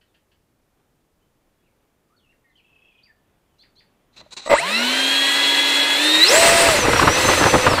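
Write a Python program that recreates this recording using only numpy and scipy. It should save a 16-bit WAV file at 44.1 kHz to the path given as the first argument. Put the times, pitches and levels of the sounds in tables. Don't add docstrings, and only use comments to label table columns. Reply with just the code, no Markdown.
import sys
import numpy as np
from scipy import signal
from scipy.fft import rfft, irfft, next_fast_len
from scipy.io import wavfile
from scipy.ndimage import uniform_filter1d, map_coordinates

SR = 44100
rng = np.random.default_rng(int(sys.argv[2]) if len(sys.argv) > 2 else 0)


def natural_amplitude(level_db):
    exponent = np.asarray(level_db, float) / 20
    return 10 ** exponent


def persist_wave(psi):
    counts = np.round(np.clip(psi, -1, 1) * 32767).astype(np.int16)
    wavfile.write(sys.argv[1], SR, np.atleast_2d(counts).T)


N = 343980
SPIN_S = 4.495


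def unit(x):
    return x / np.sqrt(np.mean(x ** 2) + 1e-20)


def curves(rows):
    s, *cols = np.transpose(rows)
    return [np.interp(np.arange(N) / SR, s, c) for c in cols]


def law(points, hz):
    f, db = np.transpose(points)
    return np.interp(np.log(hz + 1), np.log(f + 1), db)


def after(s, rise=1e-4):
    return np.clip((np.arange(N) / SR - s) / rise, 0, 1)


def wobble(rate):
    knots = rng.standard_normal(int(N * rate / SR) + 4)
    return map_coordinates(knots, [np.arange(N) * rate / SR])


def filtered(x, response):
    m = next_fast_len(len(x) + 8192)
    return irfft(rfft(x, m) * response(np.fft.rfftfreq(m, 1 / SR)), m)[:len(x)]


def shape(points):
    f, db = np.transpose(points)
    return lambda hz: natural_amplitude(np.interp(np.log(hz + 1), np.log(f), db, left=-120, right=-120))


def modes(table):
    return lambda f: sum((-1) ** k * natural_amplitude(db) * 1j * f * w / (c * c - f * f + 1j * f * w)
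                         for k, (c, w, db) in enumerate(table))


def peaks(table, hz):
    return sum(natural_amplitude(2 * db) / (1 + ((c * c - hz * hz) / (w * np.abs(hz) + 1)) ** 2)
               for c, w, db in table)


def add(track, s, sound):
    part = track[round(s * SR):][:len(sound)]
    part += sound[:len(part)]


def tone(hz):
    return np.sqrt(2) * np.sin(2 * np.pi * np.cumsum(hz) / SR) * (np.abs(hz) < 16000)


def patches(z, bins, frames):
    field = uniform_filter1d(rng.standard_normal(z.shape), size=bins, axis=0)
    return unit(uniform_filter1d(field, size=frames, axis=1))


def patchy(depth_db):
    z = signal.stft(rng.standard_normal(N), nperseg=512)[2]
    return signal.istft(z * natural_amplitude(depth_db * patches(z, 7, 8)), nperseg=512)[1][:N]


def airframe(hz):
    # resonance in Hz, width in Hz, lift in dB.
    body = [(650, 160, 7), (1000, 280, 4), (2000, 170, 12.5), (2650, 100, -20), (4000, 60, 13.5),
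            (7700, 250, 2)]
    grid = np.arange(0, SR / 2, 10.)
    return np.interp(np.abs(hz), grid, np.sqrt(1 + peaks(body, grid)))


def shaft():
    # start in seconds, new shaft speed in Hz, stick travel in seconds, rotor lag in seconds.
    throttle = [
        (4.45, 217.7, .095, .187),
        (4.539, 279.9, .036, .05),
        (5.95, 321, .02, .128),
        (6.195, 345, .03, .02),
        (6.235, 675.3, .1, .028),
        (6.663, 470.5, .152, .031),
        (7.066, 520.3, .094, .031),
        (7.294, 503.5, .05, .15),
        (7.661, 156.5, .02, .212),
    ]
    t, speed, before = np.arange(N) / SR, np.zeros(N), 0
    for s, hz, travel, lag in throttle:
        def ramp(u):
            u = np.maximum(u, 0)
            return u - lag * (1 - np.exp(-u / lag))
        speed = speed + (hz - before) * (ramp(t - s) - ramp(t - s - travel)) / travel
        before = hz
    return speed


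def turning(speed, load_db, flutter):
    # shaft speed in Hz, level in dB.
    unbalance = [(110, -53.5), (150, -46.5), (207, -37.5), (245, -27.5), (279, -36), (305, -27), (345, -31),
                 (430, -32), (490, -18.5), (520, -23), (674, -16.5)]
    # centre in Hz, width in Hz, level in dB.
    blades = [(2670, 180, -23), (3276, 156, -21), (3670, 100, -26), (4020, 156, -9.5), (5220, 240, -15.5),
              (6040, 600, -28.5), (7560, 470, -19), (8100, 300, -29)]
    # shaft speed in Hz, level in dB.
    commutation = [(66, -24), (150, -33), (180, -38), (227, -31), (250, -47), (270, -60), (320, -52),
                   (674, -66)]
    # multiple of shaft speed, level in dB.
    magnets = [
        [2.845, -49.5],
        [6, -34.5],
        [9, -39.5],
    ]
    out = natural_amplitude(law(unbalance, speed) + 1.82 * load_db) * flutter() ** after(6.65, 0.11) * tone(speed)

    blade_db = 10 * np.log10(peaks(blades, 12 * speed)) + 2.2 * load_db
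    out += natural_amplitude(blade_db) * flutter() * tone(12 * speed)
    octave_lift_db = 7 * np.exp(-((24 * speed - 5550) / 450) ** 2)
    octave_db = np.minimum(blade_db - 14.0, -40) - speed / 120 + octave_lift_db
    out += natural_amplitude(octave_db) * flutter() * tone(24 * speed)

    step = 18 * speed
    buzz = sum(natural_amplitude(-9 * k - k * step / 300) * tone((k + 1) * step) * airframe((k + 1) * step)
               for k in range(4))
    out += natural_amplitude(law(commutation, speed) + 1.1 * load_db) * buzz

    drown_db = -np.maximum(speed - 330, 0) / 12 - np.maximum(160 - speed, 0) / 4
    out += sum(natural_amplitude(db + drown_db) * flutter() * airframe(k * speed) * tone(k * speed)
               for k, db in magnets)
    return out


def chopping(speed, fastest, flutter):
    chop_hz = 8007
    # shaft multiple added to the chopping rate, level in dB, near (1) or far (0).
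    sidebands = [
        [0, -3, 1],
        [6, -3, 1],
        [-6, -4, 1],
        [12, -9, 1],
        [-12, -12, 1],
        [18, 0, 0],
    ]
    # fastest shaft speed so far in Hz, level in dB.
    near_law = [(3, -53), (55, -40.5), (125, -32), (180, -75), (235, -62), (280, -49), (302, -37),
                (346, -62.5), (500, -77)]
    # fastest shaft speed so far in Hz, level in dB.
    far_law = [(3, -60), (55, -57), (125, -50), (180, -60), (265, -51), (302, -49), (330, -52), (352, -62),
               (500, -79)]
    # fastest shaft speed so far in Hz, level in dB.
    falling_law = [(3, -50), (55, -33.5), (95, -59), (130, -43), (170, -60), (265, -34), (302, -54),
                   (318, -34), (338, -34), (352, -58), (500, -75)]
    step = 18 * speed
    near_db, far_db = law(near_law, fastest), law(far_law, fastest)

    def through_body(hz):
        return flutter() * airframe(hz) * tone(hz)

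    out = sum(natural_amplitude(db + (near_db if near else far_db)) * through_body(chop_hz + k * speed)
              for k, db, near in sidebands)
    out += natural_amplitude(law(falling_law, fastest)) * through_body(chop_hz - step)

    beat = np.abs(2 * step - chop_hz)
    highest = np.where(speed < 222, 900, 2900)
    window = np.clip((beat - 350) / 200, 0, 1) * np.clip((highest - beat) / 300, 0, 1)
    window = window * (1 + np.clip((beat - 2100) / 150, 0, 2.5))
    out += natural_amplitude(-40) * window * through_body(beat)

    beat = 2 * chop_hz - 3 * step
    window = np.clip((2400 - beat) / 300, 0, 1) * (beat > 400)
    return out + natural_amplitude(-43) * window * through_body(beat)


def motor(speed, load_db):
    fastest = np.maximum.accumulate(speed)
    speed = speed * (1 + (.0012 + .005 * after(6.75)) * wobble(110))
    churn = wobble(70) + wobble(22)
    depth_db = 1.3 + 1.6 * after(6.3, .2)

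    def flutter():
        return natural_amplitude(depth_db * np.roll(churn, rng.integers(N)))

    turned = after(SPIN_S, 0.022) * turning(speed, load_db, flutter)
    return turned + after(4.458, 0.0088) * chopping(speed, fastest, flutter)


def airflow(speed, load_db):
    # frequency in Hz, density in dB per Hz.
    roar_points = [(12, -79), (20, -41.5), (218, -19.5), (326, -6.5), (978, -10), (1690, -5), (3300, -12),
                   (6000, -19), (7800, -86), (13200, -120)]
    # frequency in Hz, density in dB per Hz.
    hiss_points = [(1760, -83), (3000, -5.5), (4060, -2.5), (6400, -7), (7600, -2), (9670, -8),
                   (11700, -14.5), (15600, -17)]
    # resonance in Hz, width in Hz, level in dB.
    duct_walls = [(569, 53, 2.5), (969, 95, 1.5), (1966, 215, 1.5), (2650, 280, 0.5)]
    # resonance in Hz, width in Hz, level in dB.
    fan_shroud = [(4140, 550, 0), (2650, 700, -2.5)]
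    # shaft speed in Hz, level in dB.
    shroud_drive = [(60, -34.5), (147, -36), (215, -29.5), (280, -23), (315, -21.5), (600, -23), (674, -26)]
    idle_hz, gulp_t60, gulp_hiss_t60 = 280, 0.49, .14
    doublings = np.log2((speed + 1) / idle_hz)

    gulp = natural_amplitude(-60 * np.maximum(np.arange(N) / SR - SPIN_S, 0) / gulp_t60)
    roar_gain = np.hypot(natural_amplitude(-30 + 8 * doublings + 1.08 * load_db), natural_amplitude(-25) * gulp)
    hiss_gain = np.hypot(natural_amplitude(-37.5 + 9.5 * doublings + 1.54 * load_db),
                         natural_amplitude(-42) * gulp ** (gulp_t60 / gulp_hiss_t60))
    shroud_db = law(shroud_drive, speed) + 3 * np.minimum(load_db, 0)

    def ringing(body):
        return unit(filtered(rng.standard_normal(N), lambda hz: modes(body)(hz) ** 2))

    roar = unit(filtered(patchy(depth_db=1.27), shape(roar_points)))
    hiss = unit(filtered(patchy(depth_db=0.94), shape(hiss_points)))
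    roar = roar + natural_amplitude(-3.5) * ringing(duct_walls)
    shroud = ringing(fan_shroud)
    out = roar_gain * natural_amplitude(4.0 + wobble(25)) * roar
    out += hiss_gain * natural_amplitude(7.0 + wobble(25)) * hiss
    out += natural_amplitude(shroud_db + 0.5 + wobble(25)) * shroud
    return after(SPIN_S, 0.016) * out


def wheels():
    # time in seconds, ground speed in dB.
    ground_speed = [(6.2, -18), (6.45, 1), (7.1, -7), (7.28, -1), (7.8, -1.5)]
    # frequency in Hz, density in dB per Hz.
    rumble_points = [(12, -42), (20, -24), (86, 4.5), (139, -1.5), (206, -11), (300, -1.5), (390, -9),
                     (660, -120)]
    # resonance in Hz, width in Hz, level in dB.
    gear = [(94, 32, -15.5), (293, 61, 0.5), (530, 120, -0.5), (880, 230, 3.5), (1283, 140, 4.5),
            (2500, 63, -6), (4230, 130, -18)]
    # start in seconds, thud peak in dB, length in seconds, crunch peak in dB.
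    bumps = [(6.687, -4, 0.0057, 1), (6.786, -7.5, 0.0034, -19), (6.839, -7.5, 0.024, -20),
             (6.881, -4.5, 0.016, -13), (6.929, -8, 0.014, 0.5), (6.956, -21, 0.016, -3.5),
             (6.992, -13, 0.0098, 2), (7.011, -9.5, 0.018, -8), (7.027, -9, 0.0081, 0.5),
             (7.047, -10, 0.032, -35), (7.071, -3, 0.018, -3.5), (7.076, -14, 0.014, -2),
             (7.098, -32, 0.019, -20), (7.243, -11, 0.012, -24), (7.279, -5, 0.023, -4.5),
             (7.312, -26, 0.0053, -13), (7.332, -34, 0.011, -2), (7.397, -9.5, 0.037, -9),
             (7.424, -30, 0.0127, -6), (7.44, -21, 0.0041, 5.5), (7.453, -8, 0.021, -4),
             (7.478, -16, 0.0084, -21.5), (7.535, -3, 0.022, -0.5), (7.579, -33, 0.0157, -16),
             (7.663, -6, 0.017, 1.5), (7.724, -18, 0.019, -6), (7.777, -34, 0.021, -3)]
    rattle_db, shake_s = -24.5, 0.031
    rolling = after(6.2, 0.37) * natural_amplitude(curves(ground_speed)[0])
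    rumble = unit(natural_amplitude(1.8 * wobble(23)) * filtered(rng.standard_normal(N), shape(rumble_points)))
    shake = natural_amplitude(-35) * rolling
    thud = natural_amplitude(rattle_db + 3.4 * wobble(40)) * rolling
    crunch = natural_amplitude(rattle_db - 7 + 2.5 * wobble(80)) * rolling

    t, slow = np.arange(SR // 10) / SR, np.arange(SR // 3) / SR
    for s, thud_db, length, crunch_db in bumps:
        swell = np.e * t / length * 2 * np.exp(-2 * t / length)
        add(thud, s - .002, natural_amplitude(thud_db - 13.5) * swell)
        add(crunch, s - .002, natural_amplitude(crunch_db - 13.5) * swell ** 2)
        slow_swell = np.e * slow / shake_s * 2 * np.exp(-2 * slow / shake_s)
        add(shake, s - .01, natural_amplitude(thud_db - 20.5) * slow_swell)

    def struts(hz):
        return (modes(gear)(hz) + 0.29) / (1 + 1j * hz / 800) ** 2

    def tyres(hz):
        body = modes([(1150, 700, 0), (1900, 900, -2), (2700, 900, -5)])
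        return body(hz) / (1 + 1j * hz / 3500) ** 2

    out = shake * rumble
    for force, path in ((thud, struts), (crunch, tyres)):
        grains = rng.standard_normal(N) * natural_amplitude(2.5 * rng.exponential(size=N))
        out += filtered(grains * force, path) / np.std(filtered(grains, path))
    return out


def knocks():
    # start in seconds, peak in dB, ring in Hz.
    stones = [(6.6889, -9, 603.0), (6.8519, -10, 1206.0), (6.8846, -2, 441.0), (6.8889, -15, 398.0),
              (6.8942, -8.9, 603.0), (6.9356, -4, 937.0), (6.961, -4, 1453.0), (6.9763, -8.7, 937.0),
              (6.9962, 0, 1141.0), (7.0169, -4, 904.0), (7.023, -8, 1497.0), (7.0271, 1, 1206.0),
              (7.0317, -8, 1540.0), (7.0372, -9.4, 377.0), (7.0443, -6.5, 452.0), (7.0486, -7, 510),
              (7.0721, -4.9, 1206.0), (7.0789, 6, 926.0), (7.0867, -10, 764.0), (7.0963, -6.5, 904.0),
              (7.2445, -9.8, 1820), (7.28, -5, 1217.0), (7.2844, -12, 1281.0), (7.2895, -2.8, 467),
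              (7.3031, -9, 592.0), (7.316, -9.0, 861.0), (7.3206, -6, 1766.0), (7.3379, 0, 1626.0),
              (7.3997, -7, 585), (7.4138, -9.1, 538.0), (7.4254, -10, 1518.0), (7.4312, -10, 506.0),
              (7.441, -2, 1744.0), (7.4604, -1, 1109.0), (7.4644, -9.9, 786.0), (7.4687, -1, 883.0),
              (7.4733, -8.8, 1174.0), (7.4847, -2, 1206.0), (7.5371, -5, 484.0), (7.5438, -2.3, 415),
              (7.5529, 3, 560), (7.5584, -8.0, 754.0), (7.5628, -12, 1077.0), (7.5676, -10, 409.0),
              (7.5838, -4, 1884.0), (7.5885, -8.4, 549.0), (7.6653, -4, 926.0), (7.6722, -9, 894.0),
              (7.6771, 6, 1152.0), (7.6863, -8, 538.0), (7.7331, -11, 586), (7.7394, -4, 592.0),
              (7.7815, -7, 2067.0)]
    cycles = 4.5
    out, t = np.zeros(N), np.arange(SR // 25) / SR
    for s, db, hz in stones:
        ring = np.sin(2 * np.pi * hz * t) * natural_amplitude(-60 * t * hz / cycles)
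        ring += 0.42 * np.sin(2 * np.pi * 1.8 * hz * t) * natural_amplitude(-140 * t * hz / cycles)
        add(out, s, natural_amplitude(db + 3.5) * ring * (1 - np.exp(-t / .0003)))
    return out


def kicks():
    # start in seconds, peak in dB.
    jerks = [(4.211, -41), (4.262, -49), (4.461, -20.5), (4.474, -19.5), (4.49, -19.5), (4.496, -11),
             (4.5, -11), (4.505, -12), (4.514, -1), (4.526, -2.5), (4.535, 3)]
    # shell mode in Hz, level in dB, fade of 60 dB in seconds.
    shell = [(610, 12, 0.034), (947, -0.5, 0.065), (1168, 5.5, 0.029), (1987, 0.5, 0.042), (2500, -8, .02),
             (4000, -15, 0.018), (324, -4.5, 0.038), (111, -16, 0.025), (46.4, -25, 0.123)]
    out, t = np.zeros(N), np.arange(SR // 10) / SR
    for s, db in jerks:
        ring = np.zeros(len(t))
        for hz, level, t60 in shell:
            decay = natural_amplitude(level + rng.normal(0, 2) - 60 * t / t60)
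            ring += decay * np.sin(2 * np.pi * hz * rng.uniform(.96, 1.04) * t)
        crack = natural_amplitude(db - 30 - 60 * t / 0.024) * rng.standard_normal(len(t))
        add(out, s, natural_amplitude(db - 8.5) * ring * (1 - np.exp(-t / 0.0013)) + crack)
    hatch = natural_amplitude(-18 - 60 * t / 0.18) * np.sin(2 * np.pi * 680 * t)
    add(out, 4.594, hatch * np.sin(np.pi * t / t[-1]) ** 0.21)
    return out


def servos():
    # start in seconds, length in seconds, gear teeth in Hz, level in dB, noise share 0-1.
    twitches = [
        (4.123, 0.068, 900, -66, 0.86),
        (4.161, 0.037, 1357, -48.5, 0.68),
        (4.195, .022, 1035, -49, 0.7),
        (4.222, 0.085, 700, -67, 1),
        (4.306, 0.033, 584, -50, 0.6),
        (4.32, 0.024, 510.8, -43, 0.4),
        (4.365, .026, 793, -36.5, 0.87),
        (4.39, 0.0193, 820, -42.5, .8),
        (4.408, 0.05, 780, -45.5, .8),
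        (4.448, 0.044, 785, -40, 0.7),
    ]
    out = np.zeros(N)
    for s, length, hz, db, share in twitches:
        bright_db = -6 - (hz - 700) / 60 + (db + 66) / 4
        u = np.arange(int(length * SR)) / (length * SR)
        turned = np.cumsum(hz * (1 - .5 * (u - .5) ** 2)) / SR
        teeth = np.diff(np.floor(turned), prepend=0)
        mix = (1 - share) * unit(teeth) + share * rng.standard_normal(len(u))
        drive = np.pad(np.sin(np.pi * u) ** .5 * mix, (0, 900))
        case = modes([(4000, 370, 12.5), (7880, 1600, bright_db), (2800, 410, 0), (836, 400, 1.0),
                      (5750, 1600, -6.0), (410, 280, -1.5), (110, 38, -3)])
        heard = filtered(drive, lambda f: case(f) / (1 + 1j * f / 11000) ** 2 + natural_amplitude(-33))
        add(out, s, natural_amplitude(db) * unit(heard))
    t = np.arange(SR // 10) / SR
    linger = rng.standard_normal(len(t)) * natural_amplitude(-60 * t / 0.15)
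    return out + natural_amplitude(-12.5) * signal.fftconvolve(out, linger / np.linalg.norm(linger))[:N]


def whistle(length, start_hz, middle_hz, end_hz):
    u = np.arange(int(length * SR)) / (length * SR)
    hz = np.polyval(np.polyfit([0, .5, 1], [start_hz, middle_hz, end_hz], deg=2), u)
    waver = natural_amplitude(2.5 * np.interp(u, np.linspace(0, 1, num=8), rng.standard_normal(size=8)))
    return waver * np.sin(np.pi * u) ** 0.152 * (tone(hz) + natural_amplitude(-28) * tone(2 * hz))


def birds():
    # start in seconds, length in seconds, start pitch in Hz, end pitch in Hz, level in dB.
    notes_sung = [(.045, .085, 4400, 3150, -84), (1.21, .04, 3010, 3120, -81.5),
                  (1.545, .084, 3310, 3416, -83.5), (1.62, .034, 2410, 2976, -80),
                  (1.654, 0.041, 2970, 2100, -77), (2.098, 0.059, 1155, 1500, -70.5),
                  (2.165, 0.019, 4500, 4300, -71), (2.183, .032, 4000, 2950, -72),
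                  (2.224, 0.054, 3060, 2550, -70), (2.29, 0.023, 2660, 2820, -64),
                  (2.32, .017, 2740, 1500, -69.5), (2.441, .075, 1900, 1790, -69),
                  (2.442, 0.093, 2190, 2000, -72), (2.495, .056, 4300, 3000, -82),
                  (2.555, 0.0148, 3010, 3280, -59), (2.573, .005, 5000, 3900, -67.5),
                  (2.576, .012, 2910, 2950, -62), (2.588, 0.019, 3050, 2310, -62),
                  (3.011, .019, 2650, 4420, -67), (3.033, 0.013, 4540, 4900, -56.5),
                  (3.055, 0.031, 2800, 1800, -62.5), (3.088, 0.035, 1837, 1714, -59),
                  (3.126, .08, 1754, 1760, -76), (3.467, 0.13, 3320, 2796, -83)]
    # start in seconds, level of the lower note in dB.
    trill = [(2.648, -54), (2.677, -59), (2.7028, -55), (2.728, -53), (2.759, -51), (2.7911, -53),
             (2.822, -52.5), (2.851, -49), (2.8862, -50), (2.922, -55), (2.953, -54), (2.9907, -51)]
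    # start in seconds, level in dB, lower voice in Hz.
    calls = [
        (3.584, -57.5, 3500),
        (3.755, -57.5, 3400),
    ]
    # start in seconds, peak in dB.
    chucks = [
        (0.01, -51.5),
        (0.1424, -51.5),
        (0.3147, -53),
    ]
    # frequency in Hz, density in dB per Hz.
    chuck_points = [(1200, -22), (1750, 0), (2200, -12), (3000, 0), (3800, -15), (4600, -10), (6000, -25)]
    out = np.zeros(N)
    for s, length, start_hz, end_hz, db in notes_sung:
        middle_hz = min(start_hz, end_hz) + .4 * abs(end_hz - start_hz)
        add(out, s, natural_amplitude(db) * whistle(length, start_hz, middle_hz, end_hz))

    for s, db in trill:
        since = s - trill[0][0]
        hz = 2660 - 580 * since + rng.normal(0, 60)
        upper_db = -65.5 + 32 * since + rng.normal(0, 2.8)
        bend = rng.uniform(.94, 1.02, size=3)
        add(out, s - .011, natural_amplitude(upper_db - 8) * whistle(0.015, *(bend * [3440, 3220, 2800])))
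        add(out, s - .002, natural_amplitude(db - 7.5) * whistle(0.012, hz + 60, hz, hz - 30))

    for s, db, low_hz in calls:
        add(out, s, natural_amplitude(db - 8.5) * whistle(0.0076, 3700, 4800, 6800))
        add(out, s + .007, natural_amplitude(db) * whistle(0.041, 3920, 4400, 4520))
        add(out, s + 0.015, natural_amplitude(db - 7) * whistle(0.037, .92 * low_hz, low_hz + 100, low_hz + 300))
        add(out, s + .041, natural_amplitude(db + 1) * whistle(.008, 4900, 4600, 3800))
        add(out, s + .047, natural_amplitude(db - 3) * whistle(0.012, 3460, 2200, 1680))
        add(out, s + .058, natural_amplitude(db - 10) * whistle(.022, 2900, 2100, 1500))

    t = np.arange(SR // 10) / SR
    for s, db in chucks:
        puff = unit(filtered(rng.standard_normal(len(t)), shape(chuck_points)))
        add(out, s, natural_amplitude(db - 2.5 - 60 * t / 0.065) * (1 - np.exp(-t / 0.005)) * puff)
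    t = np.arange(SR // 2) / SR
    trees = rng.standard_normal(len(t)) * natural_amplitude(-60 * t / 0.27) * (t > .004)
    return out + natural_amplitude(-2) * signal.fftconvolve(out, trees / np.linalg.norm(trees))[:N]


def breeze():
    # (negative: to rise 20 dB, then a faster
    gusts = [
        (.8, -65.5, 0.1),
        (1.42, -77, 3.5),
        (1.76, -74.5, 1.5),
        (2.76, -69, 1),
        (3.3, -71, -0.5),
        (3.87, -64, 1.5),
        (4.2, -49.5, 0.12),
    ]
    # frequency in Hz, density in dB per Hz.
    leaves = [(20, -9), (150, 0.5), (800, -8.5), (2200, -15.5), (3500, -17), (6000, -58.5)]
    t = np.arange(N) / SR
    rise = 0.52
    swells = sum(natural_amplitude(db - 20 * np.maximum((t - s) / fall, (s - t) / (rise * fall)))
                 for s, db, fall in gusts)
    rustle = unit(filtered(rng.standard_normal(N), shape(leaves)))
    return (natural_amplitude(-94) + natural_amplitude(-4) * swells) * rustle


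def background():
    # frequency in Hz, density in dB per Hz.
    floor = [(12, -28), (20, 0.5), (428, -8.5), (768, -14), (2150, -22.5), (3090, -25.5), (4320, -27.5),
             (15600, -30)]
    return natural_amplitude(-67.0 + 0.72 * wobble(7.2)) * unit(filtered(rng.standard_normal(N), shape(floor)))


def scene():
    # time in seconds, load in dB.
    load = [(4.5, 0), (5.9, 0.5), (6.2, 1), (6.33, 1.5), (6.45, -0.5), (6.66, -1.4), (6.8, -3.5),
            (7.1, -3.5), (7.3, -1.5), (7.55, -4), (7.8, -4.5)]
    drive = shaft(), curves(load)[0]
    jet = motor(*drive) + airflow(*drive) + wheels() + knocks() + kicks() + servos()
    mono = jet + birds() + breeze() + background()
    return np.array([mono, mono])


def roll_off(x):
    return signal.sosfilt(signal.butter(12, 15710, fs=SR, output="sos"), x)


def record(dry):
    # frequency in Hz, rarity of a blank in standard deviations.
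    blanks = [(3000, 3), (4600, 2.4), (6300, 1.8), (7500, 2.3), (8800, 1.8), (10200, 1.3), (11800, .7),
              (13000, 1.1), (15000, .5)]
    top, hard = .75, 4
    rounded = dry[0] / (1 + np.abs(dry[0] / top) ** hard) ** (1 / hard)
    hz, _, z = signal.stft(rounded, SR, nperseg=1024)
    loud = np.linalg.norm(z, axis=0) > natural_amplitude(-48)
    blank = (patches(z, 7, 5) > law(blanks, hz)[:, None]) & loud
    mono = signal.istft(z * np.where(blank, natural_amplitude(-30), 1), nperseg=1024)[1][:N]
    stray = (patches(z, 12, 3) > 2.1) & (hz[:, None] > 4300) & ~blank
    side = signal.istft(1j * z * stray * natural_amplitude(-10), nperseg=1024)[1][:N]
    mix = np.array([mono + side, mono - side])
    return roll_off(mix)


dry = scene()
out = record(dry)
persist_wave(out)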